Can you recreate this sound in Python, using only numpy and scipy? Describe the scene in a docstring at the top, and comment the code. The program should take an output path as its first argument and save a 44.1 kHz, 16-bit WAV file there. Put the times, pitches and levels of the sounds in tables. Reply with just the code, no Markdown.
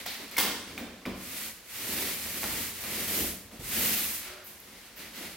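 """A woven reed mat is laid on a slatted wooden bed in a bare, echoing room.
Fingers tug at it, it slaps down with a crack and a thump, then palms sweep over it in long strokes.
Rubbing makes the fibres hiss and the stiff strips rasp, while the mat drums softly on the slats
and the frame rumbles. Fingernails catch on the weave, and the hem scuffs once over the foot rail."""
import sys
import numpy as np
from scipy import signal
from scipy.fft import rfft, irfft, next_fast_len
from scipy.io import wavfile

SR = 44100
rng = np.random.default_rng(int(sys.argv[2]) if len(sys.argv) > 2 else 0)


def pcm_store(signal):
    """Save signal as 16-bit PCM."""
    levels = np.round(np.clip(np.atleast_2d(signal), -1, 1) * 32767)
    wavfile.write(sys.argv[1], SR, levels.astype(np.int16).T)


N = 236596

# Fingers tug and shift the mat: start_s, rise_s, decay_s, hiss_db, rasp_db, drum_db, rumble_db
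TUGS = [(0.0, 0.00075, 0.071, -45.5, -43.5, -49, -59), (0.057, 0.0036, 0.22, -43, -40, -51, -66),
        (0.189, 0.021, 0.044, -47, -42, -37.5, -65), (0.312, 0.0034, 0.18, -49, -46, -50, -64),
        (0.664, .008, 0.2, -52.5, -49, -49, -54), (0.88, .02, 0.018, -114, -57.5, -41, -62),
        (1.06, 0.032, 0.095, -58, -51, -41, -52), (2.25, 0.013, 0.042, -42, -41, -39, -46),
        (3.512, 0.0068, 0.23, -53, -54.5, -48.5, -60), (3.595, 0.0035, 0.024, -45, -51, -43, -43),
        (4.2, 0.041, 0.11, -48, -38, -53, -59), (4.45, 0.013, 0.18, -48.5, -54.5, -57, -68),
        (4.958, 0.046, 0.12, -42, -40.5, -45, -70)]
# A hand sweeps over the mat: fastest_s, speed_up_s, slow_down_s, hiss_db, rasp_db, drum_db, rumble_db
STROKES = [(1.408, 0.3, 0.088, -39, -43.5, -49, -57), (1.98, 0.37, 0.25, -35, -39, -40, -52.5),
           (2.54, 0.62, 0.2, -36, -41, -44.5, -52.5), (2.98, 0.35, 0.24, -36.5, -40, -41.5, -50),
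           (3.179, 0.18, 0.13, -32, -39.5, -38, -53), (3.83, .25, 0.25, -31, -37, -38.5, -52),
           (4.01, 0.34, 0.25, -35, -44, -48, -57), (4.75, 0.19, 0.27, -55.5, -54.5, -57, -82),
           (5.21, .12, 0.11, -43, -42.5, -44, -63)]
# The mat snaps and slaps: start_s, crack_db, crack_decay_s, dull_above_hz, strip_hz, ring_db, ring_decay_s
SLAPS = [(0.061, -27, .0008, 10000, 1960, -30, 0.0014), (0.062, -25, 0.0031, 10500, 760, -28.5, 0.0017),
         (0.312, -44, 0.008, 8000, 2305, -55, .003), (0.3665, -27.5, .02, 7000, 2200, -24, .004),
         (0.380, -21.5, .038, 6000, 2110, -28, .02), (0.426, -35, 0.047, 5040, 2770, -35, .008),
         (0.778, -38.5, 0.029, 2900, 2370, -22.5, 0.0011), (1.054, -42, 0.057, 2200, 2240, -24.5, 0.0012),
         (2.431, -36, 0.017, 2600, 2200, -29, 0.0022), (2.838, -37, 0.022, 2980, 2460, -35, .002),
         (3.512, -55, 0.019, 2500, 2190, -52.5, 0.003)]
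# Fingernails catch on the weave: start_s, level_db, rise_s, decay_s, pitch_hz, width_hz
NAILS = [(0.069, -38, 0.0018, 0.025, 4130, 1680), (0.3125, -42, .0003, 0.0032, 13500, 4200),
         (4.438, -33, 0.037, 0.019, 13900, 3600), (4.466, -51, 0.0034, .018, 13500, 4000),
         (4.601, -37, 0.00023, .0014, 13300, 3600), (4.958, -40, 0.012, 0.019, 13900, 3600)]
# Mat and palms land on the bed: start_s, boom_db, frame_db, decay_s
THUMPS = [(0.383, -34.5, -45, 0.026), (0.425, -35, -43, 0.025), (0.464, -37, -61, 0.05),
          (0.749, -43, -62, 0.065), (0.805, -40.5, -50, 0.053), (1.055, -31.5, -40, 0.044),
          (1.83, -74, -51.5, 0.095), (2.442, -41, -46, 0.071), (3.209, -38.5, -42.5, 0.07),
          (3.592, -48, -37.5, 0.034), (3.778, -32.5, -34, 0.022)]
# The hem drags over the foot rail: fastest_s, speed_up_s, slow_down_s, level_db
HEM_DRAG = [(4.32, 0.13, 0.11, -48.5)]

# How strong each noise is from bass to treble: frequency_hz, relative_db
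ROOM_TONE_SPECTRUM = [(20, -28), (45, 6), (80, 0), (200, -8.5), (500, -4), (2000, -6), (6000, -10),
                      (16000, -19)]  # the quiet room
HISS_SPECTRUM = [(2000, -28), (4500, -2), (6500, 0), (8500, 1), (11000, 2), (13300, 1), (16000, -2)]  # rubbed fibres
SHEEN_SPECTRUM = [(1500, -56), (2400, -8.5), (3100, -5.5), (4300, -10.5), (7000, -31), (10500, -12),
                  (13000, 0), (16000, -8)]  # the bright rush of a fast stroke
RASP_SPECTRUM = [(300, -32), (600, -14), (850, -7.5), (1200, -5), (1600, -3), (2050, 0), (2600, -1),
                 (3300, -2.5), (4400, -3), (6000, -9), (9000, -18.5), (16000, -56)]  # rubbed stiff strips
CRACK_SPECTRUM = [(150, -22), (400, -4), (750, -1), (950, 0), (1100, 2.5), (1350, 0.5), (1800, 1.5),
                  (2120, 0), (2500, 0), (3200, 3), (4200, 2.5), (7000, 1), (13000, 9), (16000, 16.5)]  # strips slapping down

# Modes are the pitches a thing rings at; narrow ones ring longer: pitch_hz, width_hz, relative_db
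STRIP_MODES = [(1920, 185, 0), (2088, 91, 4), (2280, 240, -1)]  # stiff strips of the weave
SLAT_MODES = [(162.7, 17.3, -4), (189.6, 23.5, -3), (220.7, 20.2, 0.5), (270.5, 23.4, -1.5),
              (302, 41, -3.5), (386, 49, -4), (444, 96, -5), (570, 347, -11)]  # the mat on the slats
FRAME_MODES = [(48.6, 8.2, -11), (76.9, 19, -4), (78.1, 7.9, 3), (117.6, 23, -11)]  # the bed frame
DECK_MODES = [(193.3, 15.4, -4), (236.7, 18.6, -0.5), (292, 59, -7), (540, 190, -15)]  # the hollow boom of the bed deck
HEM_MODES = [(368, 8.3, 5), (600, 77, -4.5), (1400, 400, -2.5), (1570, 510, -8)]  # the rubbed hem

# How alike the room sounds on the left and right (1 is identical): frequency_hz, likeness
LIKENESS = [(60, 0.99), (130, 0.96), (240, 0.98), (480, 0.84), (950, 0.63), (1900, 0.66), (3800, 0.32),
            (7500, 0.081), (13000, 0.26), (16000, 0.28)]
# Which side is louder: frequency_hz, left_minus_right_db
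BALANCE = [(200, 0), (500, 0), (1900, -1.1), (4000, 0), (8000, 0), (13000, -1), (16000, -1.5)]
# How long the room's echo takes to fade by 60 dB: frequency_hz, fade_s
ECHO_TIMES = [(70, 1), (250, 0.79), (1000, 0.78), (2500, 0.78), (6000, 0.82), (15000, 0.33)]


def from_db(db):
    """Turn decibels into a number to multiply a sound by."""
    return 10 ** (np.asarray(db) / 20)


def rms_one(x):
    """Scale a signal so that its average strength (rms) is 1."""
    return x / np.sqrt(np.mean(x ** 2) + 1e-20)


def at_hz(table, hz):
    """Read between the rows of a table, with octaves evenly spaced."""
    frequencies, values = np.transpose(table)
    return np.interp(np.log(hz + 1), np.log(frequencies), values)


def drift(per_s):
    """A random wobble of strength 1 that glides to a new value per_s times a second."""
    return rms_one(np.interp(np.arange(N) / SR * per_s, np.arange(N), rng.standard_normal(N)))


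def colour(noise, spectrum):
    """Shape the bass and treble of a noise; the result has strength 1."""
    size = next_fast_len(N)
    gains = from_db(at_hz(spectrum, np.fft.rfftfreq(size, 1 / SR)))
    return rms_one(irfft(rfft(noise, size) * gains, size)[..., :N])


def diffuse_noise():
    """Stereo noise as it spreads in a room: both sides alike in the bass, mostly unlike in the treble."""
    size = next_fast_len(N)
    hz = np.fft.rfftfreq(size, 1 / SR)
    shared, opposed = rfft(rng.standard_normal((2, size)))
    alike = np.clip(at_hz(LIKENESS, hz), 0, 1)
    sides = np.array([[1], [-1]])
    pair = np.sqrt(1 + alike) * shared + np.sqrt(1 - alike) * opposed * sides
    balance = from_db(sides * at_hz(BALANCE, hz) / 2)
    return rms_one(irfft(pair * balance, size)[:, :N])


def resonate(x, modes):
    """Let a signal ring an object's modes, adding and subtracting them in turn."""
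    out = 0
    for k, (hz, width_hz, db) in enumerate(modes):
        r = np.exp(-np.pi * width_hz / SR)
        ringing = signal.lfilter([1, 0, -1], [1, -2 * r * np.cos(2 * np.pi * hz / SR), r * r], x)
        out = out + (-1) ** k * from_db(db) * (1 - r * r) / 2 * ringing
    return out


def burst(start_s, db, decay_s, rise_s):
    """The loudness of one touch over time: it rises quickly, then dies away."""
    age = np.maximum(np.arange(N) / SR - start_s, 0)
    return from_db(db) * (1 - np.exp(-age / rise_s)) * np.exp(-np.minimum(age / decay_s, 20))


def room_echo(x, echo_db, build_up_s=0.0012):
    """Bare walls add a wash of echoes to a sound; the highest treble dies first."""
    t, noise, tail = np.arange(SR) / SR, diffuse_noise()[:, :SR], 0
    edges_hz = np.geomspace(35, 18000, 10)
    for low, high in zip(edges_hz, edges_hz[1:]):
        band = signal.sosfilt(signal.butter(2, [low, high], "band", fs=SR, output="sos"), noise)
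        fade_s = at_hz(ECHO_TIMES, np.sqrt(low * high))
        tail = tail + band * from_db(-60 * t / fade_s)
        noise = diffuse_noise()[:, :SR]
    tail = rms_one(tail * (1 - np.exp(-t / build_up_s))) / np.sqrt(SR)
    return x + from_db(echo_db) * signal.fftconvolve(x[None], tail, axes=1)[:, :N]


def linger_db(power, fade_s=0.56):
    """The level of a rustle that the walls hold for a moment, falling 60 dB in fade_s."""
    kept = from_db(-60 / (fade_s * SR)) ** 2
    return 10 * np.log10(signal.lfilter([1 - kept], [1, -kept], power) + 1e-12)


def hand_speed(fastest_s, speed_up_s, slow_down_s):
    """A hand starts from rest, swings up to full speed (1) and stops again."""
    t = np.arange(N) / SR - fastest_s
    swing = np.where(t < 0, t / speed_up_s, t / slow_down_s)
    return np.cos(np.pi / 2 * np.clip(swing, -1, 1))


def rubbing_levels():
    """Hiss, rasp, drum and rumble in dB: tugs start quickly and fade, strokes swell with hand speed."""
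    tug_power = sum((from_db(levels_db)[:, None] * burst(start_s, 0, decay_s, rise_s)) ** 2
                    for start_s, rise_s, decay_s, *levels_db in TUGS)
    resting_db = [[-80], [-64.5], [-65], [-72]]  # the fingers never quite rest on the weave
    steepness = np.array([[1.06], [1.02], [2.3], [1.75]])  # how sharply each sound grows with speed
    stroke_power = from_db(resting_db) ** 2
    for fastest_s, speed_up_s, slow_down_s, *levels_db in STROKES:
        speed = hand_speed(fastest_s, speed_up_s, slow_down_s)
        stroke_power = stroke_power + (from_db(levels_db)[:, None] * speed ** steepness) ** 2
    return 10 * np.log10(from_db(linger_db(stroke_power)) ** 2 + tug_power)


def room_tone(level_db=-55):
    """The room's own faint, steady noise, strongest in the bass."""
    return from_db(level_db) * colour(diffuse_noise(), ROOM_TONE_SPECTRUM)


def skin_on_weave(hiss_db, rasp_db, fast_stroke_db=-31, sheen_growth=1.62):
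    """Skin catches and slips on countless ridges; fast strokes draw a bright sheen from the finest fibres."""
    grip_db = 0.66 * drift(per_s=45)
    ridges_db = 0.5 * drift(per_s=700)
    hiss = from_db(hiss_db + 0.95) * colour(diffuse_noise(), HISS_SPECTRUM)
    sheen_db = fast_stroke_db + 1 + sheen_growth * (hiss_db - fast_stroke_db)
    lean_left = from_db([[0.1], [-0.1]])  # the sheen comes straight from the hands, a little to the left
    sheen = from_db(sheen_db) * colour(diffuse_noise(), SHEEN_SPECTRUM) * lean_left
    rasp = from_db(rasp_db + 0.62) * colour(diffuse_noise(), RASP_SPECTRUM)
    return from_db(grip_db + ridges_db) * (hiss + sheen + rasp)


def strip_flicks(rasp_db, below_rasp_db=9, flicks_per_s=900):
    """Pressed strips flick back at random, each with a short ring of its own."""
    directions = rng.choice([-1, 1], (2, N))
    flicks = directions * (rng.random((2, N)) < flicks_per_s / SR) + 1e-18
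    flicks = flicks + 0.92 * flicks[::-1]  # each side also hears the strips on the other
    return from_db(rasp_db - below_rasp_db) * rms_one(resonate(flicks, STRIP_MODES))


def slat_drumming(drum_db, rumble_db):
    """Moving hands rattle the mat on the slats, and the frame rumbles under their weight."""
    bumps_db = 1.14 * drift(per_s=60)
    slats = from_db(drum_db - 0.52 + bumps_db) * rms_one(resonate(diffuse_noise(), SLAT_MODES))
    frame = from_db(rumble_db - 0.5) * rms_one(resonate(diffuse_noise(), FRAME_MODES))
    return slats + frame


def mat_slaps(rise_s=0.00036, clatter_db=3.8):
    """Many strips land one after another in a crack, and the first of them rings briefly."""
    clatter = colour(rng.standard_normal(N), CRACK_SPECTRUM) * from_db(clatter_db * drift(per_s=600))
    t, cracks, rings = np.arange(N) / SR, 0, 0
    for start_s, crack_db, crack_decay_s, dull_above_hz, strip_hz, ring_db, ring_decay_s in SLAPS:
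        pole = np.exp(-2 * np.pi * dull_above_hz / SR)
        dulled = rms_one(signal.lfilter([1], [1, -2 * pole, pole * pole], clatter))
        cracks = cracks + dulled * burst(start_s, crack_db, crack_decay_s, rise_s)
        tone = np.sqrt(2) * np.sin(2 * np.pi * strip_hz * (t - start_s))
        rings = rings + tone * burst(start_s, ring_db, ring_decay_s, rise_s)
    return room_echo(cracks, echo_db=0) + room_echo(rings, echo_db=-5)


def nail_scratches():
    """A nail plucks single fibres, making thin, high ticks and scratches."""
    noise, scratches = rng.standard_normal(N), 0
    for start_s, level_db, rise_s, decay_s, pitch_hz, width_hz in NAILS:
        fibre = [(pitch_hz, width_hz, 0)]
        thin_hiss = rms_one(resonate(resonate(noise, fibre), fibre))
        scratches = scratches + thin_hiss * burst(start_s, level_db, decay_s, rise_s)
    return room_echo(scratches, echo_db=0)


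def bed_thumps(rise_s=0.0069):
    """Soft, spread-out landings shake the bed's deck and frame."""
    deck = rms_one(resonate(rng.standard_normal(N), DECK_MODES))
    frame = rms_one(resonate(rng.standard_normal(N), FRAME_MODES))
    shaking = 0
    for start_s, boom_db, frame_db, decay_s in THUMPS:
        shaking = shaking + deck * burst(start_s, boom_db, decay_s, rise_s)
        shaking = shaking + frame * burst(start_s, frame_db, decay_s, rise_s)
    return room_echo(shaking, echo_db=-3.5)


def hem_scuff(steepness=1.02):
    """The mat's bound edge rubs on the wooden rail with a dull, faintly pitched scuff."""
    fastest_s, speed_up_s, slow_down_s, level_db = HEM_DRAG[0]
    power = hand_speed(fastest_s, speed_up_s, slow_down_s) ** (2 * steepness)
    return from_db(level_db + linger_db(power)) * rms_one(resonate(diffuse_noise(), HEM_MODES))


def scene():
    """Rubbing, slaps, scratches and thumps add up over the quiet of the room."""
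    hiss_db, rasp_db, drum_db, rumble_db = rubbing_levels()
    weave = skin_on_weave(hiss_db, rasp_db) + strip_flicks(rasp_db)
    rubbing = weave + slat_drumming(drum_db, rumble_db) + hem_scuff()
    return rubbing + room_tone() + mat_slaps() + nail_scratches() + bed_thumps()


def record(dry, cutoff_hz=15950):
    """Cut away the very highest treble steeply."""
    return signal.sosfilt(signal.ellip(12, .1, 80, cutoff_hz, fs=SR, output="sos"), dry)


dry = scene()
out = record(dry)
pcm_store(out)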